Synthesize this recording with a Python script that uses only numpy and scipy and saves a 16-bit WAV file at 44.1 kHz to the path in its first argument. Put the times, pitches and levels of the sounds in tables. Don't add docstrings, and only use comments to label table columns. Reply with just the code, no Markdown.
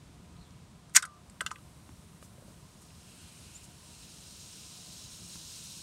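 import sys
import numpy as np
from scipy import signal
from scipy.fft import rfft, irfft, next_fast_len
from scipy.io import wavfile
from scipy.ndimage import uniform_filter1d

SR = 44100
rng = np.random.default_rng(int(sys.argv[2]) if len(sys.argv) > 2 else 0)


def materialize(psi):
    bounded = np.clip(np.atleast_2d(psi).T, -1, 1)
    quanta = np.round(bounded * 32767).astype(np.int16)
    wavfile.write(sys.argv[1], SR, quanta)


def ratio(d):
    e = np.asarray(d, float) / 20
    return 10 ** e


N = 256838

# pitch_hz, level_db [dB per Hz]
RUMBLE_SPECTRUM = [(12, -44), (20, -15.5), (70, 4), (139, 0.5), (161, 2.5), (177, 2), (258, -9), (500, -26),
                   (650, -44), (1100, -120)]
# pitch_hz, level_db [dB per Hz]
AIR_SPECTRUM = [(150, -34), (250, -6), (303, -3.5), (330, -3), (367, -5.5), (761, -10.5), (1020, -10.5),
                (1500, -12.5), (1730, -15.5), (4120, -16), (4490, -17.5), (8400, -19.5), (16000, -42)]
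# pitch_hz, level_db [dB per Hz]
LEAF_SPECTRUM = [(5000, -6.5), (9000, 10.5), (16000, -4.5)]
# pitch_hz, width_hz, level_db
MACHINE_HUMS = [(167, 21, -65), (84.7, 10, -68), (620, 12, -78.5), (715, 6, -77), (947, 16, -78),
                (1030, 45, -75.5), (1235, 8, -81.5)]
# time_s, strength_db
BREEZE_CURVE = [(0, 3), (.45, 3), (.9, 0), (1.05, -5), (1.3, 1), (2.3, 2), (2.5, 4), (2.72, -1), (3.16, 1),
                (4.3, -0.5), (5.82, -0.5)]
RUMBLE_DB, AIR_DB, RUSTLE_DB = -57, -63, -77.5
AIR_FOLLOWS, RUSTLE_FOLLOWS = 0.27, 0.53
LEAVES_S, LEAVES_RISE_S, LEAVES_DB = 1.12, 0.34, 7.5

# start_s, length_s, level_db, centre_hz, width_hz
SWELLS = [
    (.36, .12, -66, 4100, 500),
    (2.2, 0.085, -59.5, 8000, 7000),
    (2.44, 0.088, -68, 6000, 5970),
    (2.804, .04, -60.5, 8300, 4500),
    (3.54, .05, -62, 6000, 6000),
    (3.616, .055, -56, 7500, 4500),
    (.43, .09, -72, 3400, 600),
    (1.52, .09, -62, 1190, 90),
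    (1.41, 0.11, -57.5, 1270, 400),
]
# start_s, length_s, level_db, centre_hz, width_hz
RIM_SCRAPES = [
    (.95, .026, -21.5, 6200, 7200),
    (.947, .03, -38, 13000, 5000),
    (.935, 0.013, -54, 8000, 6000),
]
# start_s, peak_db, pitch_hz, click_db, click_hz
MAT_BUMPS = [
    (0.366, -70, 1400, -56, 3900),
    (.508, -70, 340, -54, 5700),
    (1.892, -42, 270, -48, 900),
    (2.2269, -50.5, 604, -43, 1230),
    (2.382, -48.5, 560, -56, 900),
    (2.423, -46, 540, -63, 900),
    (2.481, -48.5, 590, -60, 906),
    (2.905, -54, 390, -52.5, 2600),
    (5.3565, -44, 294, -45.5, 1200),
]
BUMP_T60_S = 0.027

# pitch_hz, level_db, t60_s
WALL_MODES = [(450, -6, 0.025), (630, -4.5, 0.035), (910, -6, 0.043), (1027, -4, 0.1), (1214, 1, 0.078),
              (1300, -2.5, 0.11), (1450, -2.5, 0.077), (1536, -5.5, 0.13), (1645, -7, 0.085),
              (1900, 0, 0.037), (1980, -7, 0.059), (2100, -3.5, .045), (2504, 1.5, 0.035)]
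# pitch_hz, width_hz, level_db
LID_CLUSTERS = [(2900, 630, 0.5), (3220, 560, 1.5), (3900, 730, -3), (4890, 930, -8.5), (5900, 580, -4.5),
                (6900, 690, -3.5), (7670, 570, -9), (8400, 810, -1.5), (10100, 2500, -1),
                (13100, 1700, -13), (15200, 900, -19.5)]
# pitch_hz, level_db [dB per Hz]
CRACK_SPECTRUM = [(1180, -36), (2000, 1), (2320, -12.5), (2550, -9.5), (2830, -18), (5070, -7),
                  (6820, -8.5), (10900, -17), (16000, -36.5)]
# start_s, crack_db, lid_centre_hz, wall_db, wall_centre_hz
PUSH_KNOCKS = [(.8954, -48, 7900, -58.5, 1500), (.943, -47, 8120, -54, 2100),
               (0.9479, -21.5, 6000, -42.5, 2000), (0.95, -16, 6600, -37, 1510),
               (0.953, -16, 8000, -28, 1640), (0.9568, -10, 7900, -28.5, 2200),
               (.9628, -1.5, 6800, -32.5, 1900), (.964, -3, 7100, -14.5, 1700),
               (0.9661, -1, 6520, -32, 2170), (0.967, -8, 8800, -22, 2205),
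               (.972, -14.5, 6900, -13.5, 1988), (.9745, -22.5, 6200, -28, 950),
               (0.981, -25.5, 3900, -34.5, 1900)]
# start_s, crack_db, lid_centre_hz, wall_db, wall_centre_hz
LET_GO_KNOCKS = [
    (0.997, -45, 9500, -40.5, 1550),
    (1.024, -28, 8400, -43, 1600),
    (1.026, -25, 4700, -32, 1560),
    (1.035, -46, 3330, -36.5, 1360),
]
# start_s, crack_db, lid_centre_hz, wall_db, wall_centre_hz
BOUNCE_KNOCKS = [(1.052, -32, 9800, -55, 1270), (1.056, -37, 7000, -45, 1230),
                 (1.298, -43, 8250, -67.5, 1500), (1.407, -27, 2620, -24.5, 1790),
                 (1.409, -27, 15200, -60, 1250), (1.4102, -25.5, 8400, -29.5, 1235),
                 (1.415, -46, 8300, -26.5, 544), (1.4635, -20.5, 3200, -30.5, 1790),
                 (1.463, -23.5, 5900, -36, 1450), (1.508, -39, 2900, -34, 2100),
                 (1.514, -29.5, 6860, -32.5, 1100), (1.558, -45, 2900, -43.5, 2090),
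                 (1.5843, -56, 2900, -54, 1150)]
PUSH_T60_S, LET_GO_T60_S, BOUNCE_T60_S = 0.03, 0.048, 0.032
# start_s, peak_db, pitch_hz
EDGE_SNAPS = [
    (.963, -11, 6000),
    (.966, -3.5, 6500),
    (0.972, -12.5, 2006),
    (1.4077, -26, 2200),
    (1.4635, -25, 3000),
]
SNAP_CYCLES = 1.1
CAN_LOW_HZ = 760

HEAD_S, HEAD_LENGTH_S = 1.024, 0.176
HEAD_START_HZ, HEAD_END_HZ, HEAD_SAG_S = 1649, 1180, 0.017
HEAD_DB, HEAD_DROP_DB, HEAD_DROP_S, HEAD_FADE_DB_PER_S = -40.5, 17.5, 0.041, 33

# time_s, level_db
FIZZ_LEVEL = [(1.6, -76.5), (1.93, -68.5), (2.1, -73), (2.4, -75), (2.52, -68), (2.95, -62), (3.15, -57.5),
              (3.57, -56), (3.69, -61), (3.95, -55), (4.48, -51.5), (5.22, -50.5), (5.37, -48.5),
              (5.82, -48)]
# pitch_hz, level_db [dB per Hz]
BEHIND_LID_SPECTRUM = [(900, -40), (1400, -2.5), (1950, -8.5), (2750, 2.5), (3500, -4.5), (4050, -2.5),
                       (5600, -5), (6500, -4.5), (7900, -3), (8500, -0.5), (10500, -7), (14000, -21),
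                       (15900, -22)]
# pitch_hz, level_db [dB per Hz]
OPEN_FOAM_SPECTRUM = [(900, -41), (1300, -15), (2000, -20), (2750, -7.5), (3550, -5), (4000, 0.5),
                      (4500, -3.5), (5450, 0.5), (6050, -2), (6700, -0.5), (7900, -4.5), (8300, -2.5),
                      (11900, -15), (15900, -21)]
# time_s, open_share [0-1]
OVERFLOW_SHARE = [(1.6, 0.89), (2.9, 0.79), (3.2, 0.13), (3.6, 0.36), (3.75, 0.44), (4.2, 0.82),
                  (5.83, 0.95)]

GAP_S, GAP_LENGTH_S = 3.534, 0.056
GAP_START_HZ, GAP_END_HZ, GAP_CLOSE_S = 5920, 7600, 0.018
GAP_PEAK_DB, GAP_PEAK_AT_S, GAP_SWELL_DB, GAP_SHUT_DB_PER_S2 = -51.5, 0.027, 10, 40000

# width_hz, added_share [0-1]
MIC_PORT = (130, .6)
MIC_HZ, EDGE_HZ = 8170, 15800


def evened(x):
    return x / np.sqrt(np.mean(x ** 2) + 1e-20)


def add(mix, s, sound):
    part = mix[round(s * SR):][:len(sound)]
    part += sound[:len(part)]


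def columns(rows):
    s, *values = np.transpose(rows)
    return [np.interp(np.arange(N) / SR, s, v) for v in values]


def colour(x, points):
    f, db = np.transpose(points)
    size = next_fast_len(len(x))
    hz = np.fft.rfftfreq(size, 1 / SR)
    gain = ratio(np.interp(np.log(hz + 1), np.log(f), db, -90, -90))
    return evened(irfft(rfft(x, size) * gain, size)[:len(x)])


def resonate(x, hz, width):
    return signal.lfilter(*signal.iirpeak(hz, hz / width, SR), x)


def drift(seconds):
    size = int(seconds * SR) + 1
    smooth = uniform_filter1d(rng.standard_normal(N), size)
    return evened(uniform_filter1d(smooth, size))


def yard():
    breeze_db = columns(BREEZE_CURVE)[0]
    stir_db = LEAVES_DB * np.clip((np.arange(N) / SR - LEAVES_S) / LEAVES_RISE_S, 0, 1)
    rumble_db = RUMBLE_DB + breeze_db + 1.6 * drift(0.019)
    air_db = AIR_DB + AIR_FOLLOWS * breeze_db
    rustle_db = RUSTLE_DB + stir_db + RUSTLE_FOLLOWS * breeze_db
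    mix = ratio(rumble_db) * colour(rng.standard_normal(N), RUMBLE_SPECTRUM)
    mix += ratio(air_db) * colour(rng.standard_normal(N), AIR_SPECTRUM)
    mix += ratio(rustle_db) * colour(rng.standard_normal(N), LEAF_SPECTRUM)
    for hz, width, db in MACHINE_HUMS:
        hum = evened(resonate(rng.standard_normal(N), hz, width))
        mix += ratio(db + 1.5 * drift(0.23)) * hum
    return mix


def swell(length, db, hz, width):
    noise = resonate(rng.standard_normal(round(length * SR)), hz, width)
    hiss = evened(resonate(noise, hz, width))
    return ratio(db) * hiss * signal.windows.hann(len(noise))


def bump(db, hz, click_db, click_hz):
    t = np.arange(4000) / SR
    push = ratio(db - 60 * t / BUMP_T60_S) * np.sin(2 * np.pi * hz * t)
    click = np.sin(2 * np.pi * click_hz * t) * np.exp(-t / 0.0005)
    grit = evened(resonate(rng.standard_normal(len(t)), click_hz, 900))
    click += 0.23 * grit * np.exp(-t / 0.003)
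    return push + ratio(click_db + 5.5) * click


def nearness(hz, centre_hz, octaves):
    return np.exp(-0.5 * (np.log2(hz / centre_hz) / octaves) ** 2)


def lid_ring(t, centre_hz, t60):
    lid = np.zeros(len(t))
    for hz, width, db in LID_CLUSTERS:
        place, phase = rng.random((2, 6))
        mode_hz = hz + 0.98 * width * (place - 0.5)
        modes = np.sin(2 * np.pi * (np.outer(t, mode_hz) + phase)).sum(axis=1)
        ring_s = t60 * (6000 / hz) ** 0.24
        lid += (0.08 + nearness(hz, centre_hz, 0.25)) * ratio(db - 60 * t / ring_s) * modes
    return lid


def wall_ring(t, centre_hz, t60):
    grip = t60 / 0.056
    wall = np.zeros(len(t))
    for hz, db, ring_s in WALL_MODES:
        uneven, phase = rng.random(2)
        level = ratio(db + 5.1 * uneven - 60 * t / (ring_s * grip))
        wall += (0.004 + nearness(hz, centre_hz, 0.32)) * level * np.sin(2 * np.pi * (hz * t + phase))
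    return wall


def knock(crack_db, lid_hz, wall_db, wall_hz, t60):
    t = np.arange(9000) / SR
    noise = rng.standard_normal(len(t))
    crack = 1.5 * colour(noise, CRACK_SPECTRUM) * ratio(-60 * t / 0.008)
    rattle = colour(noise[::-1], CRACK_SPECTRUM) * ratio(-15 - 60 * t / 0.081)
    struck = crack + 0.55 * lid_ring(t, lid_hz, t60) + rattle
    wall = wall_ring(t, wall_hz, t60)
    rise = 1 - np.exp(-t / 0.0003)
    return ratio(crack_db - 10) * struck * rise + ratio(wall_db - 5) * wall * rise ** 2


def snap(db, hz):
    t = np.arange(600) / SR
    return ratio(db) * np.sin(2 * np.pi * hz * t) * np.exp(-t * hz / SNAP_CYCLES)


def whistle(hz, db, flutter, waver):
    a, b = evened(uniform_filter1d(rng.standard_normal((2, len(hz))), size=150))
    tone = np.sqrt(2) * np.sin(2 * np.pi * np.cumsum(hz * (1 + waver * b)) / SR)
    return ratio(db) * (1 + flutter * a) * tone * signal.windows.tukey(len(hz), 0.15)


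def headspace():
    t = np.arange(0, HEAD_LENGTH_S, 1 / SR)
    hz = HEAD_END_HZ + (HEAD_START_HZ - HEAD_END_HZ) * np.exp(-t / HEAD_SAG_S)
    drop_db = HEAD_DROP_DB * (1 - np.exp(-(t / HEAD_DROP_S) ** 2))
    db = HEAD_DB - drop_db - HEAD_FADE_DB_PER_S * t
    return whistle(hz, db, flutter=0.47, waver=0.006)


def patchy(x, depth_db=0.7):
    z = signal.stft(x, nperseg=512)[2]
    patches = uniform_filter1d(rng.standard_normal(z.shape), size=7, axis=0)
    patches = uniform_filter1d(patches, size=16, axis=1)
    return signal.istft(z * ratio(depth_db * evened(patches)), nperseg=512)[1][:N]


def fizz(pops_per_s=5000, spread_db=-1.5):
    pops, t = np.zeros(N), np.arange(200) / SR
    size = ratio(spread_db * np.minimum(rng.exponential(1, N), 5))
    size *= rng.random(N) < pops_per_s / SR
    kind = rng.integers(0, 16, N)
    for k, hz in enumerate(np.geomspace(1500, 15000, num=16)):
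        bubble = np.sin(2 * np.pi * hz * t * (1 + 60 * t)) * np.exp(-t * hz / 2.7)
        bubble = bubble / np.linalg.norm(bubble) * np.sqrt(hz)
        pops += signal.oaconvolve(size * (kind == k), bubble)[:N]
    pops = evened(pops) + 1.7 * rng.standard_normal(N)
    db = columns(FIZZ_LEVEL)[0]
    share = np.clip(columns(OVERFLOW_SHARE)[0], 0, 1)
    mixed = (1 - share) * colour(pops, BEHIND_LID_SPECTRUM) + share * colour(pops, OPEN_FOAM_SPECTRUM)
    start = np.clip((np.arange(N) / SR - 1.45) / 0.14, 0, 1)
    return start * ratio(db + 0.5 * drift(0.03)) * patchy(mixed)


def foam_gap():
    t = np.arange(0, GAP_LENGTH_S, 1 / SR)
    hz = GAP_END_HZ + (GAP_START_HZ - GAP_END_HZ) * np.exp(-t / GAP_CLOSE_S)
    swell_db = GAP_SWELL_DB * np.maximum(1 - t / GAP_PEAK_AT_S, 0)
    shut_db = GAP_SHUT_DB_PER_S2 * np.maximum(t - GAP_PEAK_AT_S, 0) ** 2
    return whistle(hz, GAP_PEAK_DB - swell_db - shut_db, flutter=0.4, waver=0.008)


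def scene():
    mix, gripped = yard(), np.zeros(N)
    for s, *row in SWELLS + RIM_SCRAPES:
        add(mix, s, swell(*row))
    for s, *row in MAT_BUMPS:
        add(mix, s, bump(*row))
    for s, *row in PUSH_KNOCKS:
        add(gripped, s, knock(*row, PUSH_T60_S))
    for s, *row in EDGE_SNAPS:
        add(gripped, s, snap(*row))
    for s, *row in LET_GO_KNOCKS:
        add(gripped, s, knock(*row, LET_GO_T60_S))
    add(mix, HEAD_S, headspace())
    for s, *row in BOUNCE_KNOCKS:
        add(mix, s, knock(*row, BOUNCE_T60_S))
    mix += fizz()
    add(mix, GAP_S, foam_gap())
    no_bass = signal.butter(6, CAN_LOW_HZ, "high", fs=SR, output="sos")
    return (mix + signal.sosfilt(no_bass, gripped))[None]


def band_limit(x):
    return signal.sosfilt(signal.butter(12, 16440, fs=SR, output="sos"), x)


def record(dry):
    width, share = MIC_PORT
    heard = dry + share * resonate(dry, MIC_HZ, width)
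    heard = signal.lfilter(*signal.butter(1, 40, "high", fs=SR), heard)
    heard = heard / (1 + (heard / 0.96) ** 8) ** (1 / 8)
    top_cut = signal.firwin(1023, EDGE_HZ, window=("kaiser", 9), fs=SR)
    heard = signal.oaconvolve(heard, top_cut[None], "same")
    return band_limit(heard)


dry = scene()
out = record(dry)
materialize(out)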